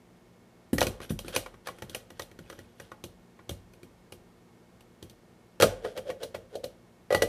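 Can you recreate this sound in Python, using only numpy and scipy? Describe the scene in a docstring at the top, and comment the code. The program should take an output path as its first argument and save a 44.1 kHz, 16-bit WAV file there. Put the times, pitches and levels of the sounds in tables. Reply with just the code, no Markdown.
"""Over the low, steady hum of a house, a fingerboard is popped off a wooden table. It clacks and grinds
along a small handrail, and a few scattered clacks follow. At 5.6 s it lands on a hollow plastic ramp
and rocks there, its wheels rasping briefly; at 7.1 s it is let go and the deck rings freely.
All along, each knock rings the deck, its metal trucks, the ramp panel and the table top,
and the basement answers with a short tail."""
import sys
import numpy as np
from scipy import signal
from scipy.fft import rfft, irfft
from scipy.io import wavfile

SR = 44100
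rng = np.random.default_rng(int(sys.argv[2]) if len(sys.argv) > 2 else 0)


def wrap_up_sound(samples):
    """Save the sound to the file named by the first command line argument, as 16-bit audio."""
    columns = np.atleast_2d(samples).T
    # keep every value between -1 and 1, then stretch to whole-number steps
    tamed = np.clip(columns, -1, 1)
    steps = np.round(tamed * 32767).astype(np.int16)
    wavfile.write(sys.argv[1], SR, steps)


N = 321036
KNOCK_T = np.arange(int(.5 * SR)) / SR   # time axis of one knock [s]
ATTACK = int(.012 * SR)   # the opening samples that set a knock's level


# the board's tail hits the table: (time [s], thump level [dB], thump centre [Hz])
POP_HITS = [(0.73, -20.5, 260), (1.104, -27, 186), (3.509, -35.5, 101)]

def pops(out):
    """A finger pops the tail down with a soft push: a round table thump under a small click."""
    for s, db, hz in POP_HITS:
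        add(out, s, knock(db - 20, hardness_db=-2.1, table_db=db, panel_db=db - 15.5, chatter_s=0.0024,
                          table_hz=hz, table_lift_db=9.5, truck_db=5.5, rise_s=0.0033))


# hits on rail and steps: (time [s], level [dB], hardness [dB], hand's weight into the table [dB])
CLACK_HITS = [(0.782, -33, -1.5, -4), (0.807, -38.5, 7.5, -13), (0.827, -37, 3, -8),
              (0.868, -38.5, 2.5, 4.5), (1.002, -53, -7, 9), (1.016, -54, -0.5, 6), (1.19, -45.5, 4, -25),
              (1.246, -57.5, -4.5, 14.5), (1.281, -47, 1.5, 2), (1.362, -30, 1.2, -6.5),
              (1.461, -49, -7.5, -5), (1.54, -62, -7.5, 6), (1.671, -42, -2.5, -13), (1.685, -45.5, -8, -4),
              (1.785, -58.5, -1.5, 2), (1.821, -46, -2.5, 4.5), (1.896, -54.5, 5.5, 6),
              (1.947, -39.5, 1, -10), (2.103, -55.5, -1.5, 2), (2.195, -41.5, -2, -3.5),
              (2.22, -52, 4.5, -20), (2.314, -62, -2, 8), (2.389, -55.5, -2.5, 10),
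              (2.499, -49.5, -2.5, -2), (2.526, -56, -4.5, 4), (2.589, -54.5, -3, 7),
              (2.799, -50, -2, -0.5), (2.916, -52, -8.5, -3), (3.039, -49, 3.5, 7), (3.391, -72, -19, 14),
              (3.493, -44.5, 3.5, 6), (3.735, -65, 1.5, -1), (3.831, -60, 1.5, 12), (4.122, -52, 1.5, 4.5),
              (4.807, -65, 2.5, -7), (5.026, -56, 4, 11.5), (5.097, -67, 10, 11.5)]
SOFT_CHATTER = 0.42   # dB of extra chatter time per dB of softness

def clacks(out):
    """The board clacks on rail and steps; softer contacts chatter longer."""
    for s, db, hardness_db, weight_db in CLACK_HITS:
        chatter_s = 0.0027 * from_db(-SOFT_CHATTER * hardness_db)
        add(out, s, knock(db, hardness_db, table_db=db + weight_db, panel_db=db + 1,
                          chatter_s=chatter_s, truck_db=-5, rail_db=-6))


# touchdowns on the ramp: (time [s], level [dB], hardness [dB], panel boom over level [dB], chatter [s])
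LANDING_HITS = [(0.815, -27.5, -5, 4, 0.0012), (5.6, -33.5, -2, 11, 0.002), (5.609, -32.5, 0.5, -2, 0.0041),
                (5.622, -23, 1, -5, 0.0032), (5.628, -25.5, -2, 12.5, 0.0081),
                (7.105, -41, -5.5, 18, 0.012), (7.124, -36.5, -2, 17, .0085), (7.147, -28, -3.5, 3, 0.0033),
                (7.22, -28.5, -0.5, 9.5, 0.0045)]
LET_GO_S = 7.1   # from here on no finger touches the deck

def landings(out):
    """The hollow ramp booms; all four wheels load the deck, so it rings lower."""
    for s, db, hardness_db, boom_db, chatter_s in LANDING_HITS:
        add(out, s, knock(db, hardness_db, table_db=db - 3.5, panel_db=db + boom_db,
                          chatter_s=chatter_s, pitch_ratio=0.706, free=s > LET_GO_S))


# rocking on the ramp: (time [s], level [dB], hardness [dB], roll before [s], roll after [s])
BUMP_HITS = [(5.847, -47, -6.5, 0.035, 0.12), (5.974, -44.5, -0.5, 0.027, 0.035),
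             (6.1, -46, -3, 0.061, 0.012), (6.231, -45.5, 3.5, .04, 0.037), (6.347, -47, -2, 0.0056, 0.031),
             (6.553, -54, 5, 0.062, 0.014), (6.64, -47.5, 4, 0.0087, 0.005)]

def bumps(out):
    """The wheels tick over the ramp's plastic joints, which ring higher than rail and steps."""
    for s, db, hardness_db, _, _ in BUMP_HITS:
        chatter_s = 0.0064 * from_db(-SOFT_CHATTER * hardness_db)
        add(out, s, knock(db, hardness_db, table_db=-47, panel_db=-33.5,
                          chatter_s=chatter_s, pitch_ratio=1.19))


# a harder contact rings brighter: (hardness [dB], favoured pitch [Hz])
HARDNESS_PITCH = [(-14, 980), (-6, 1150), (-2, 1820), (3.5, 2880), (3, 3300), (7.5, 4100)]
# modes of the deck with no finger on it: (pitch [Hz], level [dB], t60 [s])
FREE_DECK_MODES = [(845, -9, .08), (1240, -7, .06), (1958, 2, .085), (4220, -17, .1), (4600, -19, .1)]

def knock(db, hardness_db, table_db, panel_db, chatter_s, table_hz=389, table_lift_db=4.5, truck_db=-7,
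          rise_s=0.00035, pitch_ratio=1, rail_db=None, free=False):
    """One hit: chatter sounds in the board, the push behind it rings ramp and table, the room answers."""
    deck_db, snap_db = db - hardness_db, db + hardness_db   # hardness tips wood towards fittings and trucks
    deck_hz = pitch_ratio * np.interp(hardness_db, *np.transpose(HARDNESS_PITCH))
    push = signal.unit_impulse(len(KNOCK_T))
    force = contact(chatter_s, chatter_db=14.5, rattle_s=0.005, rattle_db=8.5, rattles_per_s=1300)
    body = from_db(panel_db - 0.5) * ramp_panel(push)
    body += from_db(table_db) * table_top(push, table_hz, table_lift_db)
    if free:   # no finger damps the deck: more ring, less crack
        body += from_db(deck_db - 1.5) * rms_one(ring(push, FREE_DECK_MODES), ATTACK)
        deck_db -= 3.5
    levels = deck_db, snap_db, snap_db + truck_db
    direct = swell(rise_s) * board(favour(force, deck_hz, lift_db=9, q=7.7), *levels)
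    if rail_db is not None:
        direct += from_db(snap_db + rail_db) * handrail(push)
    # over all directions the chatter's ripple evens out, so the room gets the plain touch
    room_send = board(favour(push, deck_hz, lift_db=4.5, q=2.2), *levels)
    return direct + body + basement(room_send + body)


def contact(chatter_s, chatter_db, rattle_s, rattle_db, rattles_per_s):
    """One hard touch, a quickly dying chatter, then a few tiny bounces of the loose wheels."""
    chatter, bounces = rng.standard_normal((2, len(KNOCK_T)))
    chatter *= swell(0.36 * chatter_s) * np.exp(-KNOCK_T / chatter_s)
    bounces *= (rng.random(len(KNOCK_T)) < rattles_per_s / SR) * np.exp(-KNOCK_T / rattle_s)
    return (signal.unit_impulse(len(KNOCK_T)) + from_db(chatter_db) * chatter / np.linalg.norm(chatter)
            + from_db(rattle_db) * bounces / np.linalg.norm(bounces))


# modes of the held board's three parts: (pitch [Hz], level [dB], t60 [s])
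DECK_MODES = [(870, 0, .055), (1110, -4, .035), (1240, -1, .04), (1460, 0, .04), (1600, -2, .03),
              (1720, -3, .025), (1955, 1, .04), (2330, 1, .025)]
FITTING_MODES = [(2520, 0, .025), (2920, 1, .025), (3220, 1, .03), (3600, -2, .015), (3950, -1, .015),
                 (4280, 0, .02), (4830, -3, .012), (5950, -1, .02)]
TRUCK_MODES = [(8630, -1, .012), (9640, 0, .018), (10150, 0, .018), (11500, -1, .015), (12600, -3, .012)]

def board(force, deck_db, snap_db, truck_db):
    """Three layers: the wooden deck's knock, the plastic fittings' snap, the metal trucks' bright tick."""
    deck = from_db(deck_db) * gripped_part(force, DECK_MODES, 620, 2220, ring_db=0)
    snap = from_db(snap_db) * gripped_part(force, FITTING_MODES, 2460, 6530, ring_db=-1.5)
    trucks = from_db(truck_db) * gripped_part(force, TRUCK_MODES, 7600, 15700, ring_db=-12)
    return deck - snap + trucks


def gripped_part(force, modes, low_hz, high_hz, ring_db):
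    """A small part under the fingers: a dry crack, and a short ring that the grip detunes."""
    detuned = [(hz * rng.normal(1, .01), db, t60) for hz, db, t60 in modes]
    crack = rms_one(band(force, low_hz, high_hz), ATTACK)
    ringing = rms_one(band(ring(force, detuned), low_hz, high_hz), ATTACK)
    return rms_one(crack + from_db(ring_db) * ringing, ATTACK)


# modes of the plastic ramp: (pitch [Hz], level [dB], t60 [s])
PANEL_MODES = [(401, -12, 0.032), (464.3, -5, 0.1), (517.7, 6, 0.054), (558.5, -0.5, 0.067),
               (636.5, -5.5, 0.084), (691.5, -9.5, 0.074)]

def ramp_panel(push):
    """The hollow ramp's panel answers a push with a boxy boom."""
    boom = swell(0.0023) * ring(push, PANEL_MODES)
    return rms_one(band(boom, 390, 870), ATTACK)


# modes of the wooden table's top and of its frame: (pitch [Hz], level [dB], t60 [s])
TOP_MODES = [(97, -9, 0.3), (124.7, -0.5, 0.098), (164.8, -1, 0.095), (209.9, -2, 0.09),
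             (223.3, -12, 0.098), (260.8, 1.5, 0.062), (326.8, 7, 0.033)]
FRAME_MODES = [(42.6, 0, 0.81), (61.3, 0, 0.5)]

def table_top(push, centre_hz, lift_db):
    """The low end of a hit: the top thumps and the table shudders on its legs."""
    thump = swell(0.0036) * ring(favour(push, centre_hz, lift_db, q=2.1), TOP_MODES)
    shudder = swell(0.015) * ring(push, FRAME_MODES)
    return rms_one(band(thump, 37.2, 430), ATTACK) + from_db(-21.5) * rms_one(shudder, 4 * ATTACK)


# modes of the handrail: (pitch [Hz], level [dB], t60 [s])
RAIL_MODES = [(2880, -1.5, 0.023), (3236, -4, 0.13), (4425, 6.5, 0.026), (4890, 3, 0.017),
              (6100, 11.5, 0.024), (10600, -14, 0.13), (10930, 0, .06)]

def handrail(push):
    """The rail pings; where the board presses on it shifts its pitches and favours a few of them."""
    pressed = [(hz * rng.normal(1, .025), db, t60) for hz, db, t60 in RAIL_MODES]
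    return rms_one(ring(push, pressed, scatter_db=5), ATTACK)


# strokes along the rail: (peak time [s], rise [s], fall [s], level [dB])
GRIND_STROKES = [(1.04, 0.042, 0.029, -47), (1.098, 0.0083, 0.019, -42.5), (1.29, 0.072, .05, -50.5),
                 (1.355, 0.038, 0.0093, -35.5), (1.673, 0.028, 0.031, -47.5), (1.78, 0.081, .07, -64),
                 (1.94, 0.075, .02, -57), (2.2, 0.11, 0.051, -65), (2.5, 0.11, 0.3, -62.5),
                 (2.82, 0.1, 0.13, -63)]

def grinds(rasp, drone, clinks_per_s=30):
    """The loose trucks scrape along the rail; each of their and the fittings' modes clinks at random."""
    clinks = rms_one(sum(ring(ticks(clinks_per_s), [mode]) for mode in FITTING_MODES + TRUCK_MODES))
    return strokes(GRIND_STROKES) * (rasp + from_db(-3.5) * drone + from_db(-5.5) * clinks)


def rolls(rasp, drone, run_out_s=0.27):
    """The wheels run out after each landing, and roll up to each bump and on past it."""
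    run_outs = [(s, .01, run_out_s, db - 32) for s, db, *_ in LANDING_HITS]
    rocking = [(s, before_s, after_s, db - 2) for s, db, _, before_s, after_s in BUMP_HITS]
    return strokes(run_outs + rocking) * (rasp + from_db(13) * drone)


def wheel_grit(grains_per_s, spread_db):
    """Grit under the wheels makes two textures: a rasp in the deck and a drone in the hollow ramp."""
    grains = ticks(grains_per_s) * from_db(spread_db * rng.standard_normal(N))
    grit = favour(grains, 1500, lift_db=12, q=7.1)
    grit = favour(grit, 3240, lift_db=8, q=9)
    rasp = rms_one(band(grit, 530, 6000)) + from_db(-19) * rms_one(band(grit, 5900, 11000))
    drone = band(ring(np.sign(grains), PANEL_MODES), 381, 657)
    return rms_one(rasp), rms_one(drone)


def strokes(rows, speed_power=1.38):
    """Envelope of strokes that speed up and slow down evenly; gain follows a power of the speed."""
    t = np.arange(N) / SR
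    return np.max([from_db(db) * np.interp(t, [s - rise, s, s + fall], [0, 1, 0]) ** speed_power
                   for s, rise, fall, db in rows], axis=0)


# the basement's reverb: (frequency [Hz], wet against dry [dB], t60 [s])
REVERB_BANDS = [(64.3, -9.5, 0.35), (200, -6.5, 0.37), (526.5, -7, 0.35), (1223, -15.5, 0.47),
                (2970, -11, 0.27), (5860, -7, 0.34), (10000, -7, 0.19), (14740, -2, 0.19)]

def basement(x, first_s=0.0079, early_s=0.017, early_db=4):
    """A dense early cluster off joists and studs, then a short tail, octave by octave."""
    edges_hz = 40 * 2 ** np.arange(10)
    onset = np.clip(KNOCK_T / first_s - .5, 0, 1)
    early_lift = 1 + from_db(early_db) * np.exp(-KNOCK_T / early_s)
    response = 0
    for low, high in zip(edges_hz, edges_hz[1:]):
        wet_db, t60 = at_hz(REVERB_BANDS, np.sqrt(low * high))
        fade = onset * early_lift * from_db(-60 * KNOCK_T / t60)
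        echoes = band(rng.standard_normal(len(fade)), low, high)
        response += from_db(wet_db) * echoes * fade / np.linalg.norm(fade)
    return signal.fftconvolve(x, response)[:len(x)]


# spectrum of the room tone: (frequency [Hz], relative level [dB])
ROOM_TONE = [(15, -40.5), (25, -12.5), (119, -9), (144, -14), (178, -6), (246, -9), (267, -13.5),
             (349, -7.5), (389, -11.5), (469, -9.5), (567, -15.5), (631, -14.5), (2120, -27.5),
             (2490, -28.5), (15500, -40.5)]

def house_hum(rms_db=-59.5):
    """Steady low noise of the house with a faint hiss."""
    shape_db, = at_hz(ROOM_TONE, np.maximum(np.fft.rfftfreq(N, 1 / SR), 1))
    noise = irfft(rfft(rng.standard_normal(N)) * from_db(shape_db), N)
    return from_db(rms_db) * rms_one(band(noise, 21, SR / 2))


# tones of a motor in the house: (pitch [Hz], rms level [dB])
MOTOR_TONES = [(118.4, -68.5), (177.6, -67.5), (236.9, -68.5), (355.3, -72), (1830, -82), (2185, -80.5)]

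def motor():
    """A distant motor hums on multiples of its speed and whines faintly."""
    t = np.arange(N) / SR
    return sum(np.sqrt(2) * from_db(db) * np.sin(2 * np.pi * (hz * t + rng.random()))
               for hz, db in MOTOR_TONES)


def ring(force, modes, scatter_db=2):
    """Drive a body's modes; where the force lands gives each mode a strength of its own."""
    out = 0
    for hz, db, t60 in modes:
        decay, angle = from_db(-60 / (t60 * SR)), 2 * np.pi * hz / SR
        gain = from_db(db + scatter_db * rng.standard_normal())
        feedback = [1, -2 * decay * np.cos(angle), decay * decay]
        out += gain * signal.lfilter([np.sin(angle)], feedback, force + 1e-18)
    return out


def favour(force, centre_hz, lift_db, q):
    """The point of contact lifts a region around one pitch."""
    return force + (from_db(lift_db) - 1) * signal.lfilter(*signal.iirpeak(centre_hz, q, fs=SR), force)


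def swell(rise_s):
    """Attack envelope: motion needs a moment to spread through a body."""
    return 1 - np.exp(-KNOCK_T / rise_s)


def ticks(per_s):
    """Impulses of random timing and size."""
    return (rng.random(N) < per_s / SR) * rng.standard_normal(N)


def band(x, low_hz, high_hz):
    """Second-order band-pass."""
    edges_hz = [low_hz, min(high_hz, SR / 2 - 100)]
    return signal.sosfilt(signal.butter(2, edges_hz, "band", fs=SR, output="sos"), x)


def at_hz(rows, hz):
    """Read each column of a table on a log-frequency axis."""
    points, *columns = np.transpose(rows)
    return [np.interp(np.log(hz), np.log(points), c) for c in columns]


def from_db(db):
    """Decibels to gain."""
    return 10 ** (np.asarray(db) / 20)


def rms_one(x, size=None):
    """Scale so that the first `size` samples (or all) have rms 1."""
    return x / np.sqrt(np.mean(x[:size] ** 2) + 1e-20)


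def add(out, s, sound):
    """Mix a sound in from its moment on."""
    start = round(s * SR)
    out[start:start + len(sound)] += sound[:N - start]


def scene():
    """The mono mix: hits in front, the wheels under them, the house behind."""
    rasp, drone = wheel_grit(grains_per_s=3000, spread_db=2.5)
    wheels = grinds(rasp, drone) + rolls(rasp, drone)
    hits = np.zeros(N)
    for play in (pops, landings, bumps, clacks):
        play(hits)
    return (hits + wheels + basement(wheels) + house_hum() + motor())[None]


def record(dry, cutoff_hz=15300):
    """The microphone rounds the hardest peaks, loses the deep bass, softens and then cuts the top."""
    rounded = .9 * np.tanh(dry / .9)
    soft = signal.sosfilt(signal.butter(4, [30, 14200], "band", fs=SR, output="sos"), rounded)
    return signal.sosfilt(signal.ellip(8, .2, 70, cutoff_hz, fs=SR, output="sos"), soft)


dry = scene()
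out = record(dry)
wrap_up_sound(out)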